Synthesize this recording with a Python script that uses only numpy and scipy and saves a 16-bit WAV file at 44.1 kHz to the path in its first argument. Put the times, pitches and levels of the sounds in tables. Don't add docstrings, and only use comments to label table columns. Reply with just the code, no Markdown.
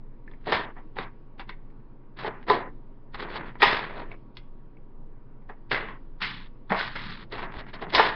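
import sys
import numpy as np
from scipy import signal
from scipy.fft import rfft, irfft
from scipy.io import wavfile
from scipy.ndimage import uniform_filter1d

SR = 44100
rng = np.random.default_rng(int(sys.argv[2]) if len(sys.argv) > 2 else 0)


def boost_factor(decibels):
    exponent = np.asarray(decibels, float) / 20
    return 10 ** exponent


def transcribe(u):
    v = np.clip(np.atleast_2d(u).T, -1, 1)
    q = np.round(v * 32767).astype(np.int16)
    wavfile.write(sys.argv[1], SR, q)


N = 359415


def evened(x):
    return x / np.sqrt(np.mean(x ** 2) + 1e-20)


def read(points, hz):
    f, value = np.transpose(points)
    return np.interp(np.log(hz + 1), np.log(f + 1), value)


def add(mix, s, sound):
    part = mix[round(s * SR):][:len(sound)]
    part += sound[:len(part)]


def within(spans, release_s):
    t = np.arange(N) / SR
    swings = [np.interp(t, [a - .01, a, b, b + release_s], [0, 1, 1, 0]) for a, b in spans]
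    return np.clip(sum(swings), 0, 1)


# f/Hz, level/dB per Hz
HISS_SPECTRUM = [(14, -31), (24, -0.5), (35, -10), (49, -45), (123, -15), (186, -27), (208, -18.5),
                 (402, -25.5), (695, -38), (933, -35), (999, -38.5), (1150, -39.5), (5500, -70.5),
                 (7150, -106), (12100, -120)]


def room_hiss():
    frames, hz = N // 512 + 5, np.fft.rfftfreq(2048, 1 / SR)
    real, imag, patches = rng.standard_normal((frames, 1025, 3)).T
    patches = evened(uniform_filter1d(uniform_filter1d(patches, 20, 0), 6, 1))
    level_db = read(HISS_SPECTRUM, hz)[:, None] + 1.3 * patches
    hiss = signal.istft((real + 1j * imag) * boost_factor(level_db), nperseg=2048, noverlap=1536)[1]
    return boost_factor(-50) * evened(hiss[:N])


# f/Hz, width/Hz, level/dB rms
FAN_LINES = [
    (17.5, 3.0, -43),
    (121.8, 6.5, -61),
    (957, 25.0, -75),
    (1116, 2.5, -77.5),
]


def fan():
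    out, fine_hz = np.zeros(N), np.fft.rfftfreq(N, 1 / SR)
    for f_hz, width_hz, db in FAN_LINES:
        waver = irfft(rfft(rng.standard_normal((2, N))) * (fine_hz < width_hz), N)
        turns = np.cumsum(f_hz + 0.34 * width_hz * evened(waver[0])) / SR
        out += boost_factor(db + 3.5 + 2.0 * evened(waver[1])) * np.sin(2 * np.pi * turns)
    return out


# f/Hz, t60/s
KITCHEN_T60 = [(150, 0.25), (400, 0.27), (1000, 0.43), (2800, .42), (5500, 0.34)]


def kitchen(x):
    out, at = np.zeros(N), np.arange(250, SR - 20, 20)
    for k in range(3):
        taps = np.zeros(SR)
        taps[at + rng.integers(0, 20, len(at))] = rng.choice([-1., 1.], len(at))
        hz, t, z = signal.stft(taps, SR, nperseg=256)
        decay = boost_factor(-60 * t / read(KITCHEN_T60, hz)[:, None])
        tail = signal.istft(z * decay, SR, nperseg=256)[1]
        turn = np.sqrt(2 / 3) * np.cos(2 * np.pi * (7 * np.arange(N) / SR + k / 3))
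        out += signal.fftconvolve(x * turn, tail / np.linalg.norm(tail))[:N]
    return out


# f/Hz, width/Hz, level/dB
SHELL_MODES = [(435.5, 73, 1.5), (723, 110, -7.5), (946.4, 290, 13.5), (1120, 54, -17.5), (1460, 57, -28),
               (1767, 740, 0.5), (1890, 160, -8), (2355, 540, -13), (2980, 1000, 1.5), (3390, 290, 4),
               (3800, 430, 0.5), (4350, 400, -23)]


def shell(hz, detune):
    f, width, db = np.transpose(SHELL_MODES)[:, :, None]
    f = f * detune[:, None]
    modes = boost_factor(db) * 1j * hz * width / (f ** 2 - hz ** 2 + 1j * hz * width)
    return modes.sum(0) + boost_factor(-9.5)


def rubbed_shell():
    unevenness = evened(uniform_filter1d(rng.standard_normal(N), 150))
    slips = rng.standard_normal(N) * boost_factor(2.7 * unevenness)
    return rfft(slips) * shell(np.fft.rfftfreq(N, 1 / SR), np.ones(len(SHELL_MODES))) ** 0.81


def rub(body, strokes, core_band, edge_band, dulling):
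    rise_db, ceiling_db, quiet_db = 25, -31.5, -67
    hz = np.fft.rfftfreq(N, 1 / SR)

    def band(f_hz, spread):
        return evened(irfft(body * np.exp(-.5 * (np.log((hz + 1) / f_hz) / spread) ** 2), N))

    core, edge = band(*core_band), band(*edge_band)
    belly, rumble = band(402.0, 0.47), band(131.0, 0.51)
    out = np.zeros(N)
    for s, rise_s, push_db, t60, belly_db, edge_db in strokes:
        end_s = s + 0.012 + t60 * max(push_db - quiet_db, 0) / 60
        at = np.arange(round((s - rise_s) * SR), min(round(end_s * SR), N))
        since = at / SR - s
        course_db = np.where(since < 0, rise_db * since / rise_s, -60 * since / t60)
        rub_db = np.minimum(push_db + course_db, ceiling_db)
        faded_db = (rub_db - min(push_db, ceiling_db)) * (since > 0)
        top = boost_factor(edge_db + dulling * faded_db) * edge[at]
        sound = boost_factor(rub_db) * (core[at] + boost_factor(belly_db) * belly[at] + top)
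        sound += boost_factor(-51 + 0.47 * (rub_db + 41.5)) * rumble[at]
        out[at] += sound * signal.windows.tukey(len(at), min(500 / len(at), 1))
    return out


# peak t/s, rise/s, push level/dB, fading t60/s, edge level/dB (3.2 kHz re 1.45 kHz)
RIM_STROKES = [(1.03, .03, -50, .2, 1), (1.495, 0.0087, -41.5, 0.059, -4.5), (6.22, 0.025, -36, 0.39, -6.5),
               (6.299, 0.16, -52.5, 0.87, 4.5), (6.708, 0.019, -30, 0.45, -16),
               (6.796, 0.045, -38.5, 0.57, 2.5), (6.962, 0.021, -46, 1, -1), (7.04, .05, -50, 0.57, -4),
               (7.116, 0.11, -52, 0.39, 0.5), (7.223, 0.069, -53.5, 0.27, -3),
               (7.433, 0.058, -37.5, 0.27, -14.5), (7.692, 0.041, -49, 0.243, -8.5),
               (7.9, 0.025, -57.5, 0.46, 4)]


def rim_rasps(body):
    strokes = [(*row[:-1], -24, row[-1]) for row in RIM_STROKES]
    return rub(body, strokes, (1450, 0.32), (3240, 0.54), dulling=.1)


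# peak t/s, rise/s, push level/dB, fading t60/s, belly level/dB (400 Hz re 1.6 kHz)
SLIDE_STROKES = [(0.471, 0.005, -47, 0.67, 15), (0.544, 0.11, -30.5, 0.39, -7.5),
                 (0.789, 0.027, -67, 0.13, 13), (0.991, 0.047, -40, 0.21, 3.5),
                 (1.401, 0.047, -48, 0.19, -4), (2.2, 0.064, -43.5, 0.96, -4),
                 (2.27, 0.055, -42, 0.22, 5.5), (2.5, 0.036, -29, 0.44, 4), (3.15, 0.024, -40.5, 0.13, -5),
                 (3.199, 0.033, -39.5, 0.68, 0), (3.373, 0.12, -40, 0.38, -3),
                 (3.49, 0.12, -55.5, 0.12, -10), (3.63, 0.036, -22, 0.68, -3.5), (4.0, 0.19, -49, 0.3, 7),
                 (4.122, 0.03, -51.5, 0.11, 4.5), (5.498, 0.019, -58, 0.13, 11),
                 (5.716, 0.0096, -29.5, 0.47, -1), (5.886, 0.0092, -51.5, 0.24, -20),
                 (7.33, 0.023, -39.5, 0.55, -1.5), (7.599, 0.15, -44.5, 0.31, -0.5),
                 (7.738, 0.013, -46.5, 0.69, -2.5), (7.822, 0.013, -39, 0.21, 3),
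                 (7.948, 0.028, -24, 0.16, -1.5), (8.004, 0.055, -16, 0.32, -2.5)]


def slide(body):
    strokes = [(*row, -6.5) for row in SLIDE_STROKES]
    return rub(body, strokes, (1600, 0.32), (3660, 0.34), dulling=0.84)


def rings(rows):
    out, t = np.zeros(N), np.arange(SR // 2) / SR
    for s, peak_db, f_hz, t60 in rows:
        pair = np.sin(2 * np.pi * f_hz * t) + 0.44 * np.sin(2 * np.pi * 1.13 * f_hz * t)
        add(out, s, boost_factor(peak_db - 60 * t / t60) * (1 - np.exp(-t * f_hz / 0.68)) * pair)
    return out


# t/s, peak level/dB, f/Hz
PART_PINGS = [(.278, -37, 1760), (.314, -52, 3470), (1.397, -43, 3830), (6.8, -19, 1510),
              (6.957, -33, 1450), (.987, -31, 3720), (1.493, -35.5, 3600), (2.501, -17.5, 3900),
              (2.504, -9.5, 1010), (3.146, -37, 3920), (3.631, -7.5, 826), (3.628, -13, 3900),
              (4.116, -34.5, 2260), (4.77, -52, 2260), (4.372, -37.5, 3900), (5.496, -36.5, 1673),
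              (5.718, -18, 1635), (6.697, -37, 3500), (6.791, -30, 4240), (7.324, -32, 4000),
              (7.9965, -5, 896)]


def pings():
    return rings([(*row, 55 / row[-1]) for row in PART_PINGS])


# t/s, peak level/dB, f/Hz, t60/s
TUBE_BOOMS = [(0.524, -16.5, 420, 0.064), (.535, -34.5, 68, .12), (2.502, -14, 419, 0.059),
              (3.151, -40.5, 70, .1), (3.627, -11.5, 403, 0.047), (5.721, -36, 130, 0.28),
              (6.709, -20.5, 192.4, 0.16), (7.062, -36.5, 168, 0.16), (7.328, -31.5, 439, .1),
              (7.565, -28.5, 54.3, 0.12), (7.822, -30, 444, 0.04), (7.867, -34, 174, .12),
              (7.954, -32.5, 53, 0.22), (7.995, -13, 433, 0.1)]


def booms():
    return rings(TUBE_BOOMS)


def knocks(rows, part_colour):
    size, lead = 8192, 200
    thump_db, belly_db, shell_db, edge_db = part_colour
    out, t, hz = np.zeros(N), np.arange(size) / SR, np.fft.rfftfreq(size, 1 / SR)
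    chance = rng.standard_normal((len(rows), 2 * size + len(SHELL_MODES)))
    for (s, peak_db, bright_db, t60), c in zip(rows, chance):
        rattle = c[:size] * boost_factor(1.3 * c[size:2 * size] - 60 * t / max(t60, .004) - 16.0)
        rattle *= 1 - np.exp(-t / 0.0035)
        rattle[60] = 1
        low_db = -0.86 * bright_db
        colour_db = read([(60, thump_db + low_db - 14.5), (150, thump_db + low_db),
                          (400, belly_db + low_db), (1000, shell_db),
                          (2000, 0), (4000, edge_db + bright_db)], hz)
        response = boost_factor(colour_db) * shell(hz, 1 + 0.013 * c[2 * size:])
        blow = irfft(rfft(np.roll(rattle, lead)) * response)
        add(out, s - lead / SR, boost_factor(peak_db) * blow / abs(blow).max())
    return out


# level/dB re 2 kHz at 150 Hz (thump), 400 Hz (belly), 1 kHz (shell), 4 kHz (edge)
SPRING_TICKS_AT = [(0.277, -41, -3, 0.0067), (0.336, -42, -11, .03), (1.492, -29.5, -4, 0.08),
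                   (1.801, -57, -4, .05), (3.197, -49, 12, 0.035), (3.335, -33, -2, 0.034),
                   (4.769, -61.5, 18, 0.054), (5.715, -8, 6, .036), (5.745, -12, 0, 0.036),
                   (6.216, -16, 13.5, 0.22), (6.954, -25, -3.5, .12), (7.678, -41.5, -10, 0.084)]
SPRING_COLOUR = (-27, -9, -20.5, -26.5)


def spring_ticks():
    return knocks(SPRING_TICKS_AT, SPRING_COLOUR)


LATCH_CLICKS_AT = [(0.427, -54, 9, 0.036), (0.48, -23, -6.5, 0.092), (1.702, -50.5, 1, .045),
                   (2.428, -37.5, 9, .025), (3.281, -34.5, 9, 0.086), (3.62, -2, -5, 0.14),
                   (4.369, -23.5, 8.5, 0.032), (6.789, -18.5, -1, 0.025), (6.81, -12.5, -12, 0.025),
                   (7.322, -29, -3, 0.095), (7.59, -33, 17, 0.064), (7.796, -36, 9, .05),
                   (7.902, -25, 4, .036)]
LATCH_COLOUR = (-33.5, -15.5, -14.5, -16)


def latch_clicks():
    return knocks(LATCH_CLICKS_AT, LATCH_COLOUR)


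GRIP_THUDS_AT = [(0.463, -36, -2, 0.038), (0.521, -8, 8.5, 0.082), (2.246, -19, -9, 0.061),
                 (2.544, -27.5, -6, .03), (3.554, -31.5, -0.5, 0.027), (3.979, -30, -5, 0.11),
                 (4.116, -42, 1.5, 0.047), (6.719, -10, -1.5, 0.058), (7.38, -24, 9.5, 0.11),
                 (7.427, -29, -23.5, 0.094), (7.54, -26, 7, .03), (7.737, -26.5, 17, 0.065),
                 (7.825, -23, -18, 0.036), (7.979, -7, 6.5, 0.17)]
GRIP_COLOUR = (-12.5, 4.5, -3.5, -26.5)


def grip_thuds():
    return knocks(GRIP_THUDS_AT, GRIP_COLOUR)


PLUNGER_CLACKS_AT = [(0.313, -46, 0, 0.054), (0.765, -38, -15, 0.18), (0.967, -26, -6, .05),
                     (0.986, -14, -2, 0.018), (1.395, -24.5, 5.5, 0.079), (2.188, -26, 8.5, 0.075),
                     (2.309, -40, -14, 0.047), (2.499, -5, -16.5, 0.023), (3.145, -25.5, -5, 0.056),
                     (3.357, -18, 8.5, 0.077), (3.629, -4, 9, 0.089), (3.633, -1.5, 6, 0.035),
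                     (3.679, -9, 5.5, .05), (5.419, -52, 3.5, 0.079), (5.492, -34, -15, 0.13),
                     (5.886, -24.5, -10, 0.042), (6.704, -17, -2.5, 0.043), (6.745, -16, -3, 0.056),
                     (7.936, -16, 32, 0.049), (7.948, 0, 17.5, 0.06), (7.995, -1, 0, 0.056)]
PLUNGER_COLOUR = (-28, -6.5, -0.5, -20)


def plunger_clacks():
    return knocks(PLUNGER_CLACKS_AT, PLUNGER_COLOUR)


# from t/s, to t/s
TREBLE_DIPS = [
    (.66, .74),
    (1.05, 1.09),
    (2.29, 2.4),
    (2.635, 2.72),
    (3.255, 3.285),
    (3.39, 3.45),
    (7.465, 7.51),
    (7.62, 7.655),
    (7.77, 7.8),
    (7.855, 7.885),
]


def dulled(toy):
    treble = signal.sosfiltfilt(signal.butter(3, 2600, "high", fs=SR, output="sos"), toy)
    return toy - treble * (1 - boost_factor(-12.0 * within(TREBLE_DIPS, .01)))


# f/Hz, threshold level/dB per bin
BAND_THRESHOLDS = [(200, -80.5), (500, -79), (1000, -86.5), (2000, -101.5), (4000, -84.5), (4600, -87),
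                   (4800, -72), (5500, -72)]


def gated(x):
    hz, t, z = signal.stft(x, SR, nperseg=1024)
    band_db = 10 * np.log10(uniform_filter1d(abs(z) ** 2, 16, 0) + 1e-20)
    shut = .5 - .5 * np.tanh((band_db - read(BAND_THRESHOLDS, hz)[:, None]) / 9.6)
    return signal.istft(z * boost_factor(-8.0 * shut), SR, nperseg=1024)[1][:N]


# from t/s, to t/s
GATE_OPEN = [(.27, .34), (.41, .43), (.46, .71), (.765, .8), (.96, 1.08), (1.385, 1.42), (1.485, 1.53),
             (2.17, 2.4), (2.42, 2.435), (2.47, 2.69), (3.135, 3.53), (3.55, 3.575), (3.595, 4.15),
             (4.36, 4.385), (5.485, 5.52), (5.7, 5.97), (6.205, 6.47), (6.69, 7.235), (7.31, 7.645),
             (7.67, 7.705), (7.735, 8.3)]


def shutter():
    return 1 - within(GATE_OPEN, 0.033)


def smeared(x):
    hz, t, z = signal.stft(x, SR, nperseg=2048, noverlap=1024)
    spread_db = -20 + read([(300, -16.5), (1500, -4.5), (4500, 4.5)], hz)
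    level = np.sqrt(uniform_filter1d(abs(z) ** 2, 40, 0) + 1e-20) * boost_factor(spread_db)[:, None]
    noise = level * np.exp(2j * np.pi * rng.random(z.shape[::-1]).T)
    return x + signal.istft(noise, SR, nperseg=2048, noverlap=1024)[1][:N]


def scene():
    blows = grip_thuds() + plunger_clacks() + latch_clicks() + spring_ticks()
    ringing, shut = booms() + pings(), shutter()
    body = rubbed_shell()
    scrapes = (slide(body) + rim_rasps(body)) * boost_factor(-12.0 * shut)
    tails = kitchen(boost_factor(-3.5) * blows + boost_factor(-10.0) * ringing + boost_factor(-15.0) * scrapes) + scrapes
    toy = dulled(blows + ringing + tails * boost_factor(-11.0 * shut))
    hiss = room_hiss()
    lag = np.exp(-1 / (.12 * SR))
    afterglow = np.maximum(1 - shut, signal.lfilter([1 - lag], [1, -lag], 1 - shut))
    bright = signal.lfilter(*signal.butter(2, 2200, "high", fs=SR), hiss)
    air = hiss * boost_factor(2.5 * afterglow) + bright * afterglow * boost_factor(2.0)
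    return (smeared(gated(toy)) + air + fan())[None]


def roll_off(x):
    return signal.sosfilt(signal.butter(12, 16000, fs=SR, output="sos"), x)


def record(dry):
    webcam_sr_hz, steep = 11025, ("kaiser", 10)
    lowpass = signal.firwin(1201, 5380, window=steep, fs=SR)
    kept = signal.oaconvolve(dry, lowpass[None], "same")
    mirrored = kept * np.cos(2 * np.pi * webcam_sr_hz * np.arange(N) / SR)
    bandpass = signal.firwin(601, [5600, 6050], window=steep, pass_zero=False, fs=SR)
    image = signal.oaconvolve(mirrored, bandpass[None], "same")
    clipped = np.clip(kept + boost_factor(-11.0) * image, -.7, .7)
    return roll_off(clipped)


dry = scene()
out = record(dry)
transcribe(out)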